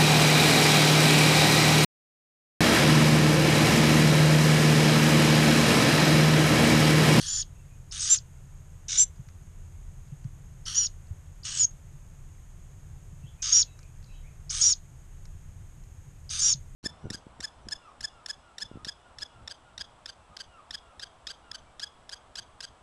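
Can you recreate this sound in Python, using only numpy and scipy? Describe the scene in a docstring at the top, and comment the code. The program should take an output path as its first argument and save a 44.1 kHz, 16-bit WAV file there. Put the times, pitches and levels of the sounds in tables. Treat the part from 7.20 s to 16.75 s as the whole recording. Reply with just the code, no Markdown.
"""Wren nestlings begging in a shed

Nestlings beg eight times, close by, while a parent feeds them. Each call opens as a dry rasp of
turbulent air; then both sides of the syrinx break into a hoarse two-voiced whistle that drops away.
The parent's hops ring the nest box, its bill clicks and its feathers brush the nest.
A far songbird sings briefly over a low rumble and microphone hiss."""
import sys
import numpy as np
from scipy import signal
from scipy.fft import rfft, irfft, next_fast_len
from scipy.io import wavfile

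SR = 44100
rng = np.random.default_rng(int(sys.argv[2]) if len(sys.argv) > 2 else 0)


def dump_mix(stems):
    """Bounce the given channels to the path in sys.argv[1] as a 16-bit WAV at rate SR."""
    frames = np.atleast_2d(stems).T  # one column per channel
    limited = np.clip(frames, -1, 1)  # hard clip at full scale
    pcm = np.round(limited * 32767).astype(np.int16)
    wavfile.write(sys.argv[1], SR, pcm)


N = 421155


def gain_of(db):
    """Amplitude grows tenfold for every 20 dB."""
    return 10 ** (np.asarray(db) / 20)

def unit_rms(x):
    """Normalisation to a mean power of one."""
    return x / np.sqrt(np.mean(x ** 2) + 1e-20)

def curve_at(points, hz):
    """Interpolation on a logarithmic frequency axis."""
    point_hz, value = np.transpose(points)
    return np.interp(np.log(hz + 1), np.log(point_hz + 1), value)

def add(mix, start, sound):
    """Superposition: a sound adds to the mix from its start in seconds."""
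    part = mix[max(round(start * SR), 0):][:len(sound)]
    part += sound[:len(part)]

def sine(hz):
    """An oscillator's phase is the running integral of its frequency."""
    return np.sin(2 * np.pi * np.cumsum(hz) / SR)

def bandpass(x, low_hz, high_hz, order=2):
    """A band-pass filter attenuates what lies outside its two edges."""
    return signal.sosfilt(signal.butter(order, [low_hz, high_hz], "band", fs=SR, output="sos"), x)

def noise(*spectra, strength=1):
    """Source and filter: modulated white noise is coloured by each spectrum, then set to unit rms."""
    length = next_fast_len(N)
    hz = np.fft.rfftfreq(length, 1 / SR)
    colour = gain_of(sum(curve_at(points, hz) for points in spectra))
    source = rng.standard_normal(N) * strength
    return unit_rms(irfft(rfft(source, length) * colour, length)[:N])

def wander(rate_hz):
    """Low-passed noise gives a random drift of unit rms."""
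    return unit_rms(signal.sosfilt(signal.butter(2, rate_hz, fs=SR, output="sos"), rng.standard_normal(N)))

def span(start, end, fade_s):
    """A tapered time window: its sample numbers, its times and its raised-cosine gate."""
    at = np.arange(max(int(start * SR), 0), min(int(max(end, start + fade_s) * SR), N))
    t = at / SR
    ramp = np.clip(np.minimum(t - start, end - t) / fade_s, 0, 1)
    return at, t, np.sin(np.pi / 2 * ramp) ** 2

def echoes(x, decay, gap_s):
    """Reverberation: sparse reflections die exponentially; decay pairs Hz with seconds to fall 60 dB."""
    length = SR // 2
    taps = rng.choice([-1., 1.], length) * (rng.random(length) < .1) * (np.arange(length) > gap_s * SR)
    hz, t, bands = signal.stft(taps, SR, nperseg=256)
    damping = gain_of(-60 * t / curve_at(decay, hz)[:, None])
    tail = signal.istft(bands * damping, SR, nperseg=256)[1]
    return signal.oaconvolve(x, tail / np.linalg.norm(tail))[:N]


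# The outdoor rumble. Each row: frequency in Hz, relative spectral level in dB.
RUMBLE_SPECTRUM = [(13, -22), (22, -1), (35, -1), (53, -15.5), (68, -8), (81, -4.5), (108, -11.5),
                   (134, -8), (146, -11), (167, -19), (184, -20.5), (205, -29), (226, -31), (400, -36.5),
                   (520, -63.5), (880, -120)]
# Hums that swell out of it. Each row: start and end in seconds, pitch in Hz, level in dB.
HUM_SWELLS = [(0, 0.807, 80, -58.5), (1.982, 2.847, 88, -48), (6.3, 6.893, 86, -51.5),
              (7.198, 7.847, 80, -50)]
# Hiss, strongest at the microphone's port resonance. Each row: frequency in Hz, relative level in dB.
HISS_SPECTRUM = [(250, -6), (450, 0.5), (1000, -2.5), (2000, -6.5), (3500, -12), (4300, -17), (5700, -14),
                 (6150, -9.5), (6500, 1), (7200, -7), (9000, -10.5), (10300, -17.5), (12300, -14),
                 (13300, -29)]

def background(rumble_db, drift_db, hiss_db):
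    """The noise floor is a superposition of drifting rumble, passing hums and steady microphone hiss."""
    rumble = noise(RUMBLE_SPECTRUM) * gain_of(rumble_db + drift_db * wander(rate_hz=1.2))
    for start, end, hz, level_db in HUM_SWELLS:
        at, t, gate = span(start, end, fade_s=.19)
        rumble[at] += gain_of(level_db) * gate * np.sin(2 * np.pi * hz * t)
    return rumble + gain_of(hiss_db) * noise(HISS_SPECTRUM)


# The far song. Each row: start and length in seconds, first and last pitch in Hz, relative level in dB,
# burr as a fraction of the pitch.
SONG_NOTES = [(0.332, 0.085, 2510, 2750, -71, .04), (0.482, 0.085, 2450, 2500, -72, .03),
              (6.016, 0.046, 2570, 2710, -63, .025), (6.042, 0.07, 3054, 3414, -61, .045),
              (6.168, 0.1, 2450, 2570, -65, .03), (6.455, 0.11, 3940, 3820, -70, .007),
              (6.447, 0.081, 2680, 2586, -67.5, .025), (6.591, 0.091, 2300, 2580, -69, .04),
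              (6.84, .18, 3980, 3800, -72.5, .008), (6.87, 0.089, 2633, 2540, -66, .025),
              (6.915, 0.08, 2960, 3130, -66, .045), (7.019, 0.095, 2054, 2630, -65, .035)]

def far_bird(direct_db):
    """Random frequency modulation gives slurred whistles a burr; scattering by trees blurs them."""
    song, tremble = np.zeros(N), wander(rate_hz=260)
    for start, length, start_hz, end_hz, level_db, burr in SONG_NOTES:
        at, t, gate = span(start, start + length, fade_s=.039)
        glide_hz = np.interp(t, [start, start + length], [start_hz, end_hz])
        song[at] += gain_of(level_db) * gate * sine(glide_hz * (1 + burr * tremble[at]))
    return gain_of(direct_db) * song + 1.1 * echoes(song, [(2000, .3), (4000, .29)], gap_s=.0092)


# The parent's hops and shoves. Each row: start in seconds, peak in dB, pitch in Hz, seconds to fall 60 dB.
HOPS = [(1.991, -32.5, 133, 0.1), (2.919, -32, 140, 0.17), (3.048, -27, 130, 0.062),
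        (3.905, -28.5, 92.8, .1), (5.926, -36.5, 142, 0.095), (6.035, -36, 135, 0.066),
        (9.344, -35, 136, 0.13)]

def box_thumps(rise_s):
    """Damped oscillation: each hop pushes the nest box, which rings low and briefly."""
    out, t = np.zeros(N), np.arange(SR // 3) / SR
    onset = 1 - np.exp(-(t / rise_s) ** 2)
    for start, peak_db, hz, t60 in HOPS:
        ring = np.sin(2 * np.pi * hz * t) * onset * gain_of(-60 * t / t60)
        add(out, start, gain_of(peak_db) * ring / abs(ring).max())
    return out


# Feathers against the nest. Each row: frequency in Hz, relative spectral level in dB.
FEATHER_SPECTRUM = [(2500, -25), (4000, -4), (4800, 0), (6000, -5), (8000, -25)]

def feather_rustle(start, end, level_db, grain_db, fade_db):
    """Friction makes grainy, fading noise as the parent brushes the nest while lifting a worm."""
    out = np.zeros(N)
    brush = noise(FEATHER_SPECTRUM, strength=gain_of(grain_db * wander(rate_hz=200)))
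    at, _, gate = span(start, end, fade_s=.015)
    out[at] = brush[at] * gate * gain_of(level_db - fade_db * np.linspace(0, 1, len(at)))
    return out


# Bill clicks and claw ticks. Each row: start in seconds, peak in dB, resonance in Hz, body gain in dB.
CLICKS = [(1.96, -56, 4600, -3), (2.087, -43, 4840, -2), (2.88, -57, 4600, -3), (3.043, -49, 5200, -3),
          (3.87, -55, 4580, -3), (4.511, -54, 4770, -3), (6.591, -41, 4970, -5), (6.630, -46.5, 5300, -5),
          (6.827, -50.5, 4500, -1), (8.054, -43.5, 4930, -4), (8.637, -55, 5000, -3)]

def clicks(t60):
    """Impact excitation: a short burst drives a broad resonance and a lower band that gives it body."""
    out, t = np.zeros(N), np.arange(2048) / SR
    for start, peak_db, hz, body_db in CLICKS:
        burst = rng.standard_normal(len(t)) * gain_of(-60 * t / t60)
        click = bandpass(burst, hz * .72, hz * 1.22) + gain_of(body_db) * bandpass(burst, 1100, 3800)
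        add(out, start, gain_of(peak_db) * click / abs(click).max())
    return out


# The chips that open most calls. Each row: start and length in seconds, level in dB, pitch in Hz.
ONSET_CHIPS = [(0.711, 0.014, -40, 5430), (1.682, 0.0061, -31.5, 6215), (3.454, 0.0092, -38.5, 5400),
               (4.232, .008, -42, 4860), (6.22, 0.0098, -29.5, 6280), (7.294, 0.007, -34, 5085),
               (9.092, 0.0049, -34, 5450)]

def chips(rise, jitter):
    """An onset transient: the syrinx opens with a brief, rough upward glide."""
    out, tremble = np.zeros(N), 1 + jitter * wander(rate_hz=1300)
    for start, length, level_db, hz in ONSET_CHIPS:
        at, t, gate = span(start, start + length, fade_s=.002)
        glide_hz = hz * (1 + rise * ((t - start) / length - .5))
        out[at] += gain_of(level_db) * gate * sine(glide_hz * tremble[at])
    return out


# Thin squeaks within the rasp. 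Each row: start and end in seconds, first and last pitch in Hz,
# relative level in dB.
MEMBRANE_SLIPS = [(0.803, 0.87, 8150, 7950, -38), (4.339, 4.4, 7900, 7560, -41.5),
                  (7.388, 7.432, 8800, 7640, -40), (9.188, 9.211, 8800, 7700, -38)]

def squeaks(warble_hz, depth, jitter):
    """Sawtooth frequency modulation: the membrane slips in quick downward slurs before it settles."""
    out, tremble = np.zeros(N), 1 + jitter * wander(rate_hz=1100)
    for start, end, start_hz, end_hz, level_db in MEMBRANE_SLIPS:
        at, t, gate = span(start, end, fade_s=.004)
        slur = (t - start) * warble_hz % 1  # runs from 0 to 1 in each slip
        pitch_hz = np.interp(t, [start, end], [start_hz, end_hz]) * (1 + depth * (.5 - slur))
        pulses = 2 * np.sin(np.pi * slur)
        out[at] += gain_of(level_db) * gate * pulses * sine(pitch_hz * tremble[at])
    return out


def syrinx_flutter(rate_hz):
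    """Amplitude modulation: the chattering syrinx lets air through in uneven spurts."""
    throb = sine(rate_hz * (1 + .35 * wander(rate_hz=60)))
    return unit_rms(gain_of(1.3 * throb + 1.3 * wander(rate_hz=110) + 1.6 * wander(rate_hz=1700)))


# The rasp through each call. Each row: start and end in seconds, mid-call level of the 1000-4200 Hz band
# in dB, growth from start to end in dB.
CALL_RASPS = [(0, .23, -43.5, -1.5), (.718, 0.974, -41, 11), (1.684, 1.843, -38.5, -1),
              (3.459, 3.671, -42.5, -4), (4.242, 4.449, -42.5, 0.5), (6.224, 6.426, -39.5, 2),
              (7.301, 7.532, -41.5, 1), (9.098, 9.336, -41, 1.5)]
# One spectrum per call, set by the gape and the turn of the head.
# Each point: frequency in Hz, relative spectral level in dB.
GAPE_SPECTRA = [
    [(820, -30.5), (1400, -14.5), (1750, -10.5), (2300, -26), (3020, -6), (3410, 0), (3590, -9),
     (4670, -2.5), (5000, -13), (5450, -3), (6360, -5), (7610, -14.5), (9340, -10), (10300, -23),
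     (10800, -20), (14000, -48), (22000, -120)],
    [(790, -44), (1350, -10), (1580, -14), (1980, -15), (2160, -17), (2980, -6.5), (3400, -5.5),
     (3670, -0.5), (4290, -8), (6630, 0.5), (7430, -14.5), (8030, -8.5), (9230, -7.5), (9990, -21.5),
     (10800, -30.5), (14000, -61), (22000, -120)],
    [(870, -40), (1480, -14), (1790, -20.5), (2220, -13), (2750, -14), (2970, -8), (3210, -10.5),
     (3670, -1.5), (4460, -13), (5020, -5), (5860, 1.5), (7080, -2.5), (7830, -16.5), (8470, -15),
     (9600, -27.5), (12500, -62), (21100, -120)],
    [(790, -35), (1350, -10.5), (1550, -15), (1710, -15.5), (1850, -13), (2360, -24), (3090, -1),
     (3800, -13.5), (4640, -3.5), (5020, -20), (5290, -8.5), (5620, 1.5), (7830, -21.5), (8390, -16),
     (10800, -24), (14000, -54), (22000, -120)],
    [(790, -33), (1350, -14.5), (1650, -13.5), (2310, -19), (3030, -4), (3910, -11), (4150, -8.5),
     (4970, -7), (5720, -2), (6210, -5.5), (6640, 2.5), (7270, -14), (8090, -8), (9310, -18.5),
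     (9700, -40.5), (12600, -45.5), (21300, -120)],
    [(760, -41), (1300, -19), (1490, -20.5), (2300, -22), (2530, -19.5), (3040, -13.5), (3310, -13.5),
     (3630, -10.5), (4440, -18.5), (4710, -5.5), (6060, -7), (6530, 2), (7050, -17), (9070, -27),
     (9700, -40), (12600, -63), (21300, -120)],
    [(760, -37), (1300, -15.5), (1960, -20), (2320, -16.5), (2840, -15.5), (3070, -10.5), (3570, -7),
     (4440, -10), (4630, -7.5), (6370, -1), (6640, -1), (6930, -13), (7410, -11), (8700, -11),
     (9700, -19.5), (12600, -55), (21300, -120)],
    [(760, -35), (1300, -13.5), (2010, -19), (2880, -10), (3270, -7.5), (3620, -4), (4370, -10), (4600, -4),
     (5180, -3.5), (5640, -7), (6310, 4), (7050, -12.5), (7940, -11.5), (8720, -9), (10000, -19),
     (13000, -50), (22000, -120)],
]

def rasp(flutter, attack_s, attack_db, release_s, release_db):
    """Turbulence excites the resonances of the open gape; the flow builds up, holds and slackens."""
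    out = np.zeros(N)
    for (start, end, level_db, growth_db), gape in zip(CALL_RASPS, GAPE_SPECTRA):
        at, t, gate = span(start - .004, end + .002, fade_s=.0087)
        air = noise(gape, strength=flutter)[at]
        air /= np.std(bandpass(air, 1000, 4200, order=4))
        attack = attack_db * np.maximum(1 - (t - start) / attack_s, 0)
        release = release_db * np.maximum(1 - (end - t) / release_s, 0) ** 2
        hold = level_db + growth_db * ((t - start) / (end - start) - .5)
        out[at] += air * gate * gain_of(hold - attack - release)
    return out


# Hoarse bursts, mostly at the height of a call.
# Each row: start and end in seconds, first and last level in dB.
SCREECH_BURSTS = [(0.058, 0.212, -38, -31.5), (0.79, 0.97, -31, -34.5), (1.775, 1.84, -45, -44.5),
                  (3.542, 3.674, -31, -38), (4.366, 4.453, -35, -28.5), (6.324, 6.412, -25, -29.5),
                  (7.296, 7.323, -26, -39.5), (7.409, 7.518, -22.5, -31), (9.189, 9.338, -28, -30.5)]
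# The flapping membranes. Each row: frequency in Hz, relative spectral level in dB.
MEMBRANE_SPECTRUM = [(3800, -24.5), (4500, -9), (4900, -1.5), (5500, -2), (6050, -6), (6500, 0.5),
                     (7100, -3.5), (7600, -19.5), (8500, -32)]

def screech(flutter):
    """Chaotic vibration: at full pressure the membranes make bands of noise, filtered by the gape."""
    out = np.zeros(N)
    chaos = [noise(MEMBRANE_SPECTRUM, gape, strength=flutter) for gape in GAPE_SPECTRA]
    call_middles = np.array(CALL_RASPS)[:, :2].mean(axis=1)
    for start, end, start_db, end_db in SCREECH_BURSTS:
        call = np.argmin(abs(call_middles - start))
        at, t, gate = span(start, end, fade_s=.0074)
        out[at] += chaos[call][at] * gate * gain_of(np.interp(t, [start, end], [start_db, end_db]))
    return out


def port_resonance_db(hz, centre_hz=6560, half_width_hz=160, peak_db=11):
    """Resonance: a tone flares as it glides through the natural frequency of the microphone's port."""
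    return peak_db / (1 + ((hz - centre_hz) / half_width_hz) ** 2)

def voice(hz, strength, jitter, waver, shimmer_db):
    """One side of the syrinx oscillates as a near sine, randomly modulated in pitch and amplitude."""
    tremble = 1 + jitter * wander(rate_hz=2100) + waver * wander(rate_hz=150)
    shimmer = shimmer_db * wander(rate_hz=221)
    return np.sqrt(2) * sine(hz * tremble) * strength * gain_of(shimmer + port_resonance_db(hz))


# Whistle arches, one or two per call. Each row: start, crest and end in seconds; upper and lower crest
# pitch, upper voice's rise, shared sag and final drop in Hz; upper and lower relative crest level in dB;
# upper and lower swell from the edges to the crest in dB.
WHISTLE_ARCHES = [(.076, .145, .233, 7100, 5600, 200, 380, 2800, -32.5, -47, 6, -10),
                  (.893, .93, .955, 7310, 6060, 40, 30, 0, -16, -22, 15, 15),
                  (.956, .965, .992, 6750, 5450, 30, 60, 2800, -43, -47, -12, 2),
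                  (1.774, 1.817, 1.844, 7410, 6070, 460, 30, 0, -16.5, -20.5, 9, 9),
                  (3.554, 3.584, 3.676, 7010, 5760, 400, 330, 2400, -31.5, -23.5, 4, 15),
                  (4.394, 4.411, 4.441, 6940, 5400, 30, 380, 0, -22.5, -37, 6, 4),
                  (4.442, 4.447, 4.456, 6590, 5400, 30, 60, 100, -27.5, -42, 2, 4),
                  (6.321, 6.364, 6.434, 7100, 5690, 800, 330, 2400, -28.5, -17.5, 0, 12),
                  (7.411, 7.468, 7.54, 7130, 5720, 600, 540, 2200, -31, -20, -4, 13),
                  (9.212, 9.268, 9.344, 7200, 5750, 400, 560, 2200, -31.5, -22.5, -3, 11)]

def whistles(lower_rise_hz, lower_delay_s, drop_s, fade_db_per_hz):
    """Biphonation: one arch of air pressure bends the pitch and strength of both sides of the syrinx."""
    hz, strength = np.zeros((2, N)), np.zeros((2, N))
    for (start, crest, end, upper_hz, lower_hz, rise_hz, sag_hz, drop_hz,
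         upper_db, lower_db, upper_swell_db, lower_swell_db) in WHISTLE_ARCHES:
        at, t, gate = span(start, end, fade_s=.0035)
        before_crest = np.interp(t, [start, crest], [1, 0]) ** 2
        after_crest = np.interp(t, [crest, end], [0, 1]) ** 1.5
        # As the pressure collapses, pitch and strength drop together.
        collapse_hz = drop_hz * np.interp(t, [end - drop_s, end], [0, 1]) ** 2
        fall_hz = sag_hz * after_crest + collapse_hz
        hz[0, at] = upper_hz - rise_hz * before_crest - fall_hz
        hz[1, at] = lower_hz - lower_rise_hz * before_crest - fall_hz
        slack, fade_db = before_crest + after_crest, fade_db_per_hz * collapse_hz
        # The lower voice needs more pressure and catches a moment later.
        lower_gate = gate * np.clip((t - start) / lower_delay_s - 1, 0, 1)
        strength[0, at] = gate * gain_of(upper_db - upper_swell_db * slack - fade_db)
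        strength[1, at] = lower_gate * gain_of(lower_db - lower_swell_db * slack - fade_db)
    upper = voice(hz[0], strength[0], jitter=.007, waver=.0028, shimmer_db=1.2)
    lower = voice(hz[1], strength[1], jitter=.01, waver=.0075, shimmer_db=1.7)
    return gain_of(-.2) * upper + gain_of(-.3) * lower


# The shed's reverberation. Each row: frequency in Hz, seconds to fall 60 dB.
SHED_DECAY = [(500, .25), (3000, .22), (5500, 0.089), (6600, 0.17), (7400, .115), (13000, .1)]

def scene():
    """Direct sound from the nest sums with reflections from its nook and the shed, and the outdoors."""
    flutter = syrinx_flutter(rate_hz=94)
    calls = squeaks(warble_hz=96.5, depth=.12, jitter=.019)
    calls += rasp(flutter, attack_s=.008, attack_db=7, release_s=.04, release_db=11)
    calls += screech(flutter)
    calls += whistles(lower_rise_hz=450, lower_delay_s=.006, drop_s=.022, fade_db_per_hz=.0028)
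    calls += chips(rise=.14, jitter=.08)
    nest = calls + clicks(t60=.017)
    nest += feather_rustle(start=6.82, end=6.97, level_db=-71, grain_db=4, fade_db=7)
    nook = gain_of(-13) * echoes(nest, [(1000, .04), (8000, .027)], gap_s=.001)
    shed = gain_of(-20) * echoes(nest, SHED_DECAY, gap_s=.006)
    ambience = far_bird(direct_db=2.5) + background(rumble_db=-45.5, drift_db=.66, hiss_db=-63)
    return (nest + nook + shed + box_thumps(rise_s=.0062) + ambience)[None]

def record(dry, cutoff_hz=14320):
    """Band limiting: the camera's steep low-pass filter removes the highest treble."""
    lowpass = signal.firwin(511, cutoff_hz, window=("kaiser", 9), fs=SR)
    return signal.oaconvolve(dry, lowpass[None], "same")


dry = scene()
out = record(dry)
dump_mix(out)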